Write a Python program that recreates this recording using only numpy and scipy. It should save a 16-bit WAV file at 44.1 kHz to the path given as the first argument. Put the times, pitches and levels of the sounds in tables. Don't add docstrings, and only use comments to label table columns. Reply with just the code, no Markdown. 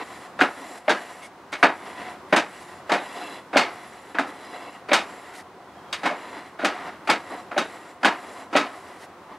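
import sys
import numpy as np
from scipy import signal
from scipy.fft import rfft, irfft, next_fast_len
from scipy.io import wavfile
from scipy.ndimage import uniform_filter1d, map_coordinates

SR = 44100
rng = np.random.default_rng(int(sys.argv[2]) if len(sys.argv) > 2 else 0)


def dump_mix(stems):
    frames = np.atleast_2d(stems).T
    limited = np.clip(frames, -1, 1)
    pcm = np.round(limited * 32767).astype(np.int16)
    wavfile.write(sys.argv[1], SR, pcm)


def undo_db(level):
    steps = np.asarray(level, float) / 20
    return 10 ** steps


N = 413658

# [t/s, peak level/dB, pitch f/Hz, slap over peak/dB, boom over peak/dB]
WALL_BLOWS = [(0.415, -12, 740, 2.5, 2.5), (0.88, -5, 616, -6, -20), (1.631, -6.5, 708, 0, -18),
              (2.325, -6.5, 605, -3.5, -24), (2.914, -11, 721, -15, -15), (3.557, -1.5, 597, -10.5, -10),
              (4.191, -15, 662, -15, -3), (4.915, -6.5, 589, -2.5, -11), (6.06, -20.5, 823, 1, -6),
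              (6.634, -15.5, 600, -20, -6), (7.09, -6.5, 858, -6, -12), (7.564, -11.5, 600, -14, -16),
              (8.046, -12, 842, -16, -8), (8.551, -2.5, 596, -6.5, -11)]


def unit(x):
    return x / np.sqrt(np.mean(x ** 2) + 1e-20)


def along(points, hz):
    f, v = np.transpose(points)
    return np.interp(np.log(hz + 1), np.log(f + 1), v)


def curves(rows):
    s, *cols = np.transpose(rows)
    return [np.interp(np.arange(N) / SR, s, c) for c in cols]


def wobble(rate):
    coarse = np.arange(0, N + 8, 8)
    knots = rng.standard_normal(int(N * rate / SR) + 4)
    return np.interp(np.arange(N), coarse, map_coordinates(knots, [coarse * rate / SR]))


def filtered(x, response):
    m = next_fast_len(x.shape[-1] + 4096)
    return irfft(rfft(x, m) * response(np.fft.rfftfreq(m, 1 / SR)), m)[..., :x.shape[-1]]


def ringing(modes, hz):
    return np.sqrt(sum(undo_db(db) ** 2 / (1 + (2 * (hz - c) / w) ** 2) for c, w, db in modes))


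def add_at(out, s, sound):
    out[round(s * SR):][:len(sound)] += sound


def brush():
    # [f/Hz, width/Hz, level/dB]
    wire_modes = [(5750, 40, 6), (7170, 60, 6), (7400, 110, 5), (7800, 50, 5), (9110, 110, 1),
                  (11020, 84, -8), (11040, 83, 5), (13450, 200, -14)]
    bar_modes = [(1920, 150, -4), (2200, 50, -7), (2690, 22, -1), (2870, 50, -5), (3400, 110, -9),
                 (3950, 35, -6), (4070, 40, -5), (4970, 35, -7)]
    box_modes = [(299, 34, -6.5), (721, 28, 2.5), (1010, 20, -0.5)]
    # [f/Hz, level per Hz/dB]
    rub_spectrum = [(88, -55), (150, -22.5), (274, -9), (509, -10), (722, -10), (894, -7.5), (1760, -9.5),
                    (1940, -4.5), (2500, -18), (2760, -17.5), (6470, -31), (10900, -31), (15500, -59.5)]

    def blend(modes, song_db, lo, hi):
        rough = slipping(lambda hz: undo_db(along(rub_spectrum, hz)), lo, hi)
        song = drifting(slipping(lambda hz: ringing(modes, hz), lo, hi), depth_db=2.4)
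        return (rough + undo_db(song_db) * song) / np.sqrt(1 + undo_db(2 * song_db))

    hiss_db, bars_db, box_db, bar_song_db, wire_song_db = contact()
    wires = undo_db(hiss_db) * blend(wire_modes, wire_song_db, 4700, 17000)
    bars = undo_db(bars_db) * blend(bar_modes, bar_song_db - 4, 1530, 5300)
    box = undo_db(box_db) * blend(box_modes, -2, 136, 1240)
    judder_db = 1.1 * wobble(45)
    return undo_db(0.9 * wobble(25)) * (wires + undo_db(judder_db) * (bars + box))


def slipping(gain, lo, hi):
    plucks = rng.standard_normal(N) * undo_db(1.3 * wobble(400))
    band = lambda hz: 1 / np.sqrt((1 + (lo / (hz + 1)) ** 8) * (1 + (hz / hi) ** 8))
    return unit(filtered(plucks, lambda hz: gain(hz) * band(hz)))


def drifting(x, depth_db):
    z = signal.stft(x, nperseg=512)[2]
    field = uniform_filter1d(rng.standard_normal(z.shape), size=3, axis=0)
    field = uniform_filter1d(field, size=40, axis=1)
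    return unit(signal.istft(z * undo_db(depth_db * unit(field)), nperseg=512)[1][:N])


def contact():
    # [fastest t/s, stop t/s, wire hiss level/dB, bars over hiss/dB, firebox over hiss/dB]
    slides = [(.12, .26, -55, 8, 10), (.72, .76, -51.5, 4, 7), (1.02, 1.19, -52.5, 7, 9),
              (2.04, 2.11, -55.5, 13, 15.5), (2.55, 2.77, -56, 6.5, 5), (3.27, 3.355, -51.5, 11.5, 14),
              (3.76, 4.13, -57, 8.5, 11.5), (4.55, 4.75, -57, 11.5, 16), (5.12, 5.35, -56, 9, 11),
              (6.24, 6.48, -57.5, 13, 17), (6.78, 6.92, -60, 17.5, 22), (7.31, 7.4, -57.5, 11, 17),
              (7.72, 7.915, -57, 8.5, 14), (8.33, 8.41, -54, 8, 14.5), (8.72, 8.98, -57.5, 8.5, 13)]
    # [t/s, length/s, hiss level/dB, bars over hiss/dB, firebox over hiss/dB]
    scuffs = [(.012, .04, -58, 21, 25), (.62, .1, -62, 15, 21), (.782, .015, -54, 2, 0),
              (1.25, .055, -55, 1, 3), (1.523, .005, -51, 6, 5), (1.59, .07, -60, 4, 6),
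              (2.04, .08, -64, 20, 22), (2.62, .025, -54, 2, 4), (4.29, .04, -57, 10, 17),
              (5.378, .07, -50, 4, 3), (6.005, .07, -59, 13, 13), (6.39, .05, -62, 19, 24),
              (6.88, .04, -64, 23, 26), (7.335, .05, -64, 17, 31), (9.025, .055, -53.5, 5, 6),
              (9.33, .06, -71, 17, 29)]
    # [length/s, hiss level/dB, bars over hiss/dB, firebox over hiss/dB]
    run_up = (.035, -63, 11, 15)
    # [t/s, length/s, gain/dB]
    free_bars = [
        (.65, .3, 6),
        (3.22, .4, 10),
        (4.6, .4, 11),
    ]
    # level/dB of wires' band, bars, firebox
    embers_db = [-78, -64, -51]
    gather_db_per_s, slow_db_per_s, stop_db_per_s = 13, 13, 185
    heavy_swing = 1.3
    scuff_dull = 1.6

    t, thuds = np.arange(0, N / SR + .002, .001), np.array(WALL_BLOWS)[:, 0]
    power = np.full((3, len(t)), 1e-9)
    bump = lambda s, length: np.exp(-(2 * (t - s) / length) ** 4)
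    swing = np.c_[[1, heavy_swing, heavy_swing]]
    for fastest, stop, db, *over_db in slides:
        speed_db = -np.maximum(gather_db_per_s * (fastest - t), slow_db_per_s * (t - fastest))
        begun = t >= max(thuds[thuds < fastest], default=0)
        on = begun * undo_db(-stop_db_per_s * np.maximum(t - stop, 0))
        power += (on * undo_db(db + np.c_[[0, *over_db]] + swing * speed_db)) ** 2
    sliding = power[0].copy()
    run_ups = [(s, 2 * run_up[0], *run_up[1:]) for s in thuds]
    for s, length, db, *over_db in list(scuffs) + run_ups:
        power += bump(s, length) * undo_db(db + np.c_[[0, *over_db]]) ** 2
    power += undo_db(np.c_[embers_db]) ** 2
    bar_song_db = -5 + sum(db * bump(s, length) for s, length, db in free_bars)
    wire_song_db = -1.5 + scuff_dull * 10 * np.log10(sliding / power[0])
    return curves(np.c_[t, 10 * np.log10(power.T), bar_song_db, wire_song_db])


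def grate():
    # [t/s, peak level/dB, low over peak/dB, bright over peak/dB, T60/s]
    landings = [(0.3894, -12.5, -8.5, -26, 0.41), (0.4044, -17, -13, -11, 0.16),
                (2.894, -11.5, -7, -23.5, 0.32), (3.530, -14.5, -6, -29, 0.5),
                (4.1458, -18.5, -10, -29, 0.28), (4.885, -19, -6.5, -25, 0.64),
                (6.0322, -15, -6.5, -23, 0.33), (6.5878, -19, -10, -25, 0.97),
                (7.0732, -15, -12, -20.5, 0.29), (7.5128, -20, -7, -30, 0.26), (8.030, -11, -9, -23, 0.44),
                (8.5273, -16, -4, -21, 0.55)]
    # [t/s, peak level/dB, T60/s, bright over peak/dB, struck bar f/Hz]
    clangs = [(0.4109, -7.5, .26, -20.5, 1470), (0.8936, -6, .26, -17, 1620), (1.5261, -18, .21, -16, 2200),
              (1.628, -1, .26, -25, 950), (2.3252, -6.5, .33, -24.5, 1560),
              (2.3618, -7.5, .23, -10.5, 1830), (2.918, -9, .27, -16, 1790), (3.5676, -4, .32, -13, 2180),
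              (4.1854, -10, .27, -19, 1350), (4.931, -3.5, .28, -10, 1340), (5.927, -18, .2, -7.5, 3820),
              (6.0554, -11.5, .29, -17.5, 1010), (6.6456, -8.5, .26, -12.5, 1480),
              (7.0976, -5.5, .22, -13, 955), (7.5774, -9, .25, -13, 1530), (8.0464, -5, .26, -17, 1004),
              (8.5622, -6, .31, -13.5, 1040)]
    # [t/s, peak level/dB]
    cracks = [
        (.4116, -3),
        (1.6285, -5),
        (4.1858, -8),
        (8.047, -7),
    ]
    out, t = np.zeros(N + SR), np.arange(SR // 2) / SR
    for s, db, low_db, bright_db, t60 in landings:
        swell = 1 - np.exp(-t / (abs(.005 * t60) + 1e-4))
        add_at(out, s, undo_db(db - 13) * shake(low_db, bright_db, t60, ring_hz=1413) * swell)
    for s, db, t60, bright_db, ring_hz in clangs:
        low_db = -11 - .55 * db if db > -15 else -16
        attack = 1 - np.exp(-t / 0.0012)
        add_at(out, s, undo_db(db - 11.5) * shake(low_db, bright_db, t60, ring_hz) * attack)
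    crack = undo_db(5 - 60 * t / .011) * (1 - np.exp(-t / .00015)) * np.sin(2 * np.pi * 1550 * t)
    for s, db in cracks:
        add_at(out, s, undo_db(db) * crack)
    return out[:N]


def shake(low_db, bright_db, t60, ring_hz):
    # [f/Hz, level per Hz/dB]
    blow_spectrum = [(59, -67.5), (100, -59), (177, -5), (287, -1.5), (497, -3), (825, -1), (1090, -4.5),
                     (1660, -4.5), (3180, -10.5), (3850, -13.5), (7730, -22.5), (11800, -33), (15500, -68)]
    # [f/Hz, width/Hz, level/dB]
    grate_modes = [(326, 33, -10), (834, 37, -9), (1272, 9.7, -3.5), (1670, 14, -9.5), (2195, 54, -7.5),
                   (2498, 59, -8), (2880, 11, -9), (3680, 100, -15.5), (3787, 27, -9), (4420, 56, -12),
                   (4855, 41, -12.5), (4990, 60, -18), (5380, 36, -20), (6140, 44, -17), (6740, 120, -26),
                   (8150, 110, -23)]
    bowl_modes = [(298, 47, -3.5), (600, 27, -2), (692, 25, -1.5)]
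    # [f/Hz, share of T60]
    damping = [(200, 0.86), (1000, 1.01), (4000, 0.77), (12000, 0.56)]

    hz, frame, z = signal.stft(rng.standard_normal(SR // 2), SR, nperseg=128)
    decay = undo_db(-60 * frame / (max(t60, .03) * along(damping, hz)[:, None]))
    noise = signal.istft(z * decay, SR, nperseg=128)[1][:SR // 2]
    modes = [(c, w + 25, db + rng.normal(0, 2.6)) for c, w, db in list(grate_modes) + list(bowl_modes)]
    tilt = [(450, low_db + 4), (1500, 0), (5500, bright_db + 12)]

    def colour(f):
        struck_bar = 1 + undo_db(-2) / (1 + (2 * (f - ring_hz) / (0.073 * ring_hz)) ** 2)
        return singing(blow_spectrum, modes, 1.96, f) * struck_bar * undo_db(along(tilt, f))

    ring = filtered(noise, colour)
    knots = np.r_[1, rng.standard_normal(119)]
    rattle = np.interp(np.arange(SR // 2), np.linspace(0, SR // 2, num=120), knots)
    ring = ring * undo_db(1.57 * rattle)
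    middle = signal.sosfilt(signal.butter(2, [900, 2600], "band", fs=SR, output="sos"), ring[:900])
    return ring / np.sqrt(np.mean(middle ** 2))


def singing(spectrum, modes, rise_db, hz):
    power = 1 + sum(undo_db(db - along(spectrum, c) + rise_db) ** 2 / (1 + (2 * (hz - c) / w) ** 2)
                    for c, w, db in modes)
    return undo_db(along(spectrum, hz)) * np.sqrt(power)


def block():
    # [f over pitch, level/dB]
    wall_modes = [(1.001, 3), (1.3, -2.5)]
    # [f/Hz, level per Hz/dB]
    slap_spectrum = [(300, -27), (900, -5), (2200, 0), (4500, -20), (9000, -50)]
    out, t = np.zeros(N + SR), np.arange(SR // 4) / SR
    for s, db, hz, slap_db, boom_db in WALL_BLOWS:
        ring = sum(undo_db(level + rng.normal(0, 0.5)) * np.sin(2 * np.pi * k * hz * t) for k, level in wall_modes)
        slap = undo_db(slap_db) * unit(filtered(rng.standard_normal(len(t)), lambda f: undo_db(along(slap_spectrum, f))))
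        boom = undo_db(boom_db + 6.5) * np.sin(2 * np.pi * 285 * t)
        t60 = max(.045 - .0026 * db, .01)
        envelope = undo_db(db - 4 - 60 * t / t60) * (1 - np.exp(-t / 0.0023))
        add_at(out, s, envelope * (ring + slap + boom))
    return out[:N]


def rim():
    # [t/s, level/dB, length/s]
    lifts = [
        (1.243, -44, 0.045),
    ]
    # [f/Hz, width/Hz, level/dB]
    rim_modes = [(2180, 51, 0), (2790, 110, -16), (3390, 190, -16), (6330, 78, -19), (8210, 150, -22),
                 (9500, 49, -14)]
    t = np.arange(N) / SR
    gate = sum(undo_db(db) * np.exp(-(2 * (t - s) / length) ** 4) for s, db, length in lifts)
    return gate * unit(filtered(rng.standard_normal(N), lambda hz: ringing(rim_modes, hz)))


def blade():
    ticks = [
        1.5262,
        5.9275,
    ]
    # [f/Hz, level/dB, T60/s]
    blade_modes = [
        [(2120, 4, 0.066), (4032, -9, 0.23), (4479, -13, 0.13), (5631, -15, 0.17)],
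        [(2848, -9, 0.1), (3391, -5, 0.082), (3747, 2, 0.058), (4646, -3, 0.033), (6223, -12, 0.088)],
    ]
    tick_db = [-33, -23.5]
    out, t = np.zeros(N + SR), np.arange(SR // 4) / SR
    for s, modes, level_db in zip(ticks, blade_modes, tick_db):
        ring = sum(undo_db(db - 60 * t / min(t60, .25)) * np.sin(2 * np.pi * hz * t) for hz, db, t60 in modes)
        add_at(out, s, undo_db(level_db) * ring * (1 - np.exp(-t / .0005)))
    return out[:N]


def bird():
    # [t/s, pitch f/Hz, level/dB]
    peep = [
        (5.68, 3400, -66),
        (5.75, 3380, -66),
        (5.8, 3150, -65),
        (5.85, 3310, -62),
        (5.91, 3180, -69),
    ]
    hz, db = curves(peep)
    t = np.arange(N) / SR
    on = (t > peep[0][0]) & (t < peep[-1][0])
    phase = 2 * np.pi * np.cumsum(hz + 40 * wobble(120)) / SR
    return undo_db(db + 3.2 * wobble(45)) * on * np.sin(phase)


def yard():
    # [f/Hz, level per Hz/dB]
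    yard_spectrum = [(11, -73), (18, -53), (81, -10.5), (150, -11), (183, -6.5), (313, -9), (382, -1.5),
                     (416, -10.5), (521, -6.5), (635, -9), (1060, -6), (2330, -21.5), (12700, -41),
                     (15500, -50)]
    # [f/Hz, side under mid/dB]
    yard_width = [(60, -27), (110, -24), (200, -24.5), (380, -19), (700, -16), (1290, -14.5), (2380, -5),
                  (4400, -3.5), (8120, -3.5), (15000, -3.5)]
    mid, side = filtered(rng.standard_normal((2, N)), lambda hz: undo_db(along(yard_spectrum, hz)))
    side = filtered(side, lambda hz: undo_db(along(yard_width, hz)))
    return undo_db(-47.5 + 1.7 * wobble(3.21)) * np.array([mid + side, mid - side]) / np.std(mid)


def scene():
    # [f/Hz, side under mid/dB]
    near_width = [(60, -40), (110, -42), (200, -73), (380, -47), (700, -36), (1290, -26), (2380, -23.5),
                  (4400, -13.5), (8120, -12.5), (15000, -13)]
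    metal = brush() + rim() + grate() + block() + blade()
    metal = signal.sosfilt(signal.butter(6, 150, "high", fs=SR, output="sos"), metal)
    z = signal.stft(metal, nperseg=256)[2]
    scattered = signal.istft(z * np.exp(2j * np.pi * rng.random(z.shape)), nperseg=256)[1][:N]
    side = filtered(scattered, lambda hz: undo_db(along(near_width, hz)))
    return np.array([metal + side, metal - side]) + bird() + yard()


def band_limit(x):
    return signal.sosfilt(signal.butter(12, 15680, fs=SR, output="sos"), x)


def record(dry):
    # [f/Hz, level/dB]
    whine_tones = [(15682, -94)]
    t = np.arange(N) / SR
    whine = sum(np.sqrt(2) * undo_db(db) * np.sin(2 * np.pi * hz * t) for hz, db in whine_tones)
    held = dry / (1 + np.abs(dry / 1.2) ** 6) ** (1 / 6)
    held = filtered(held, lambda hz: hz < 15700)
    return band_limit(np.clip(held + whine, -1, 1))


dry = scene()
out = record(dry)
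dump_mix(out)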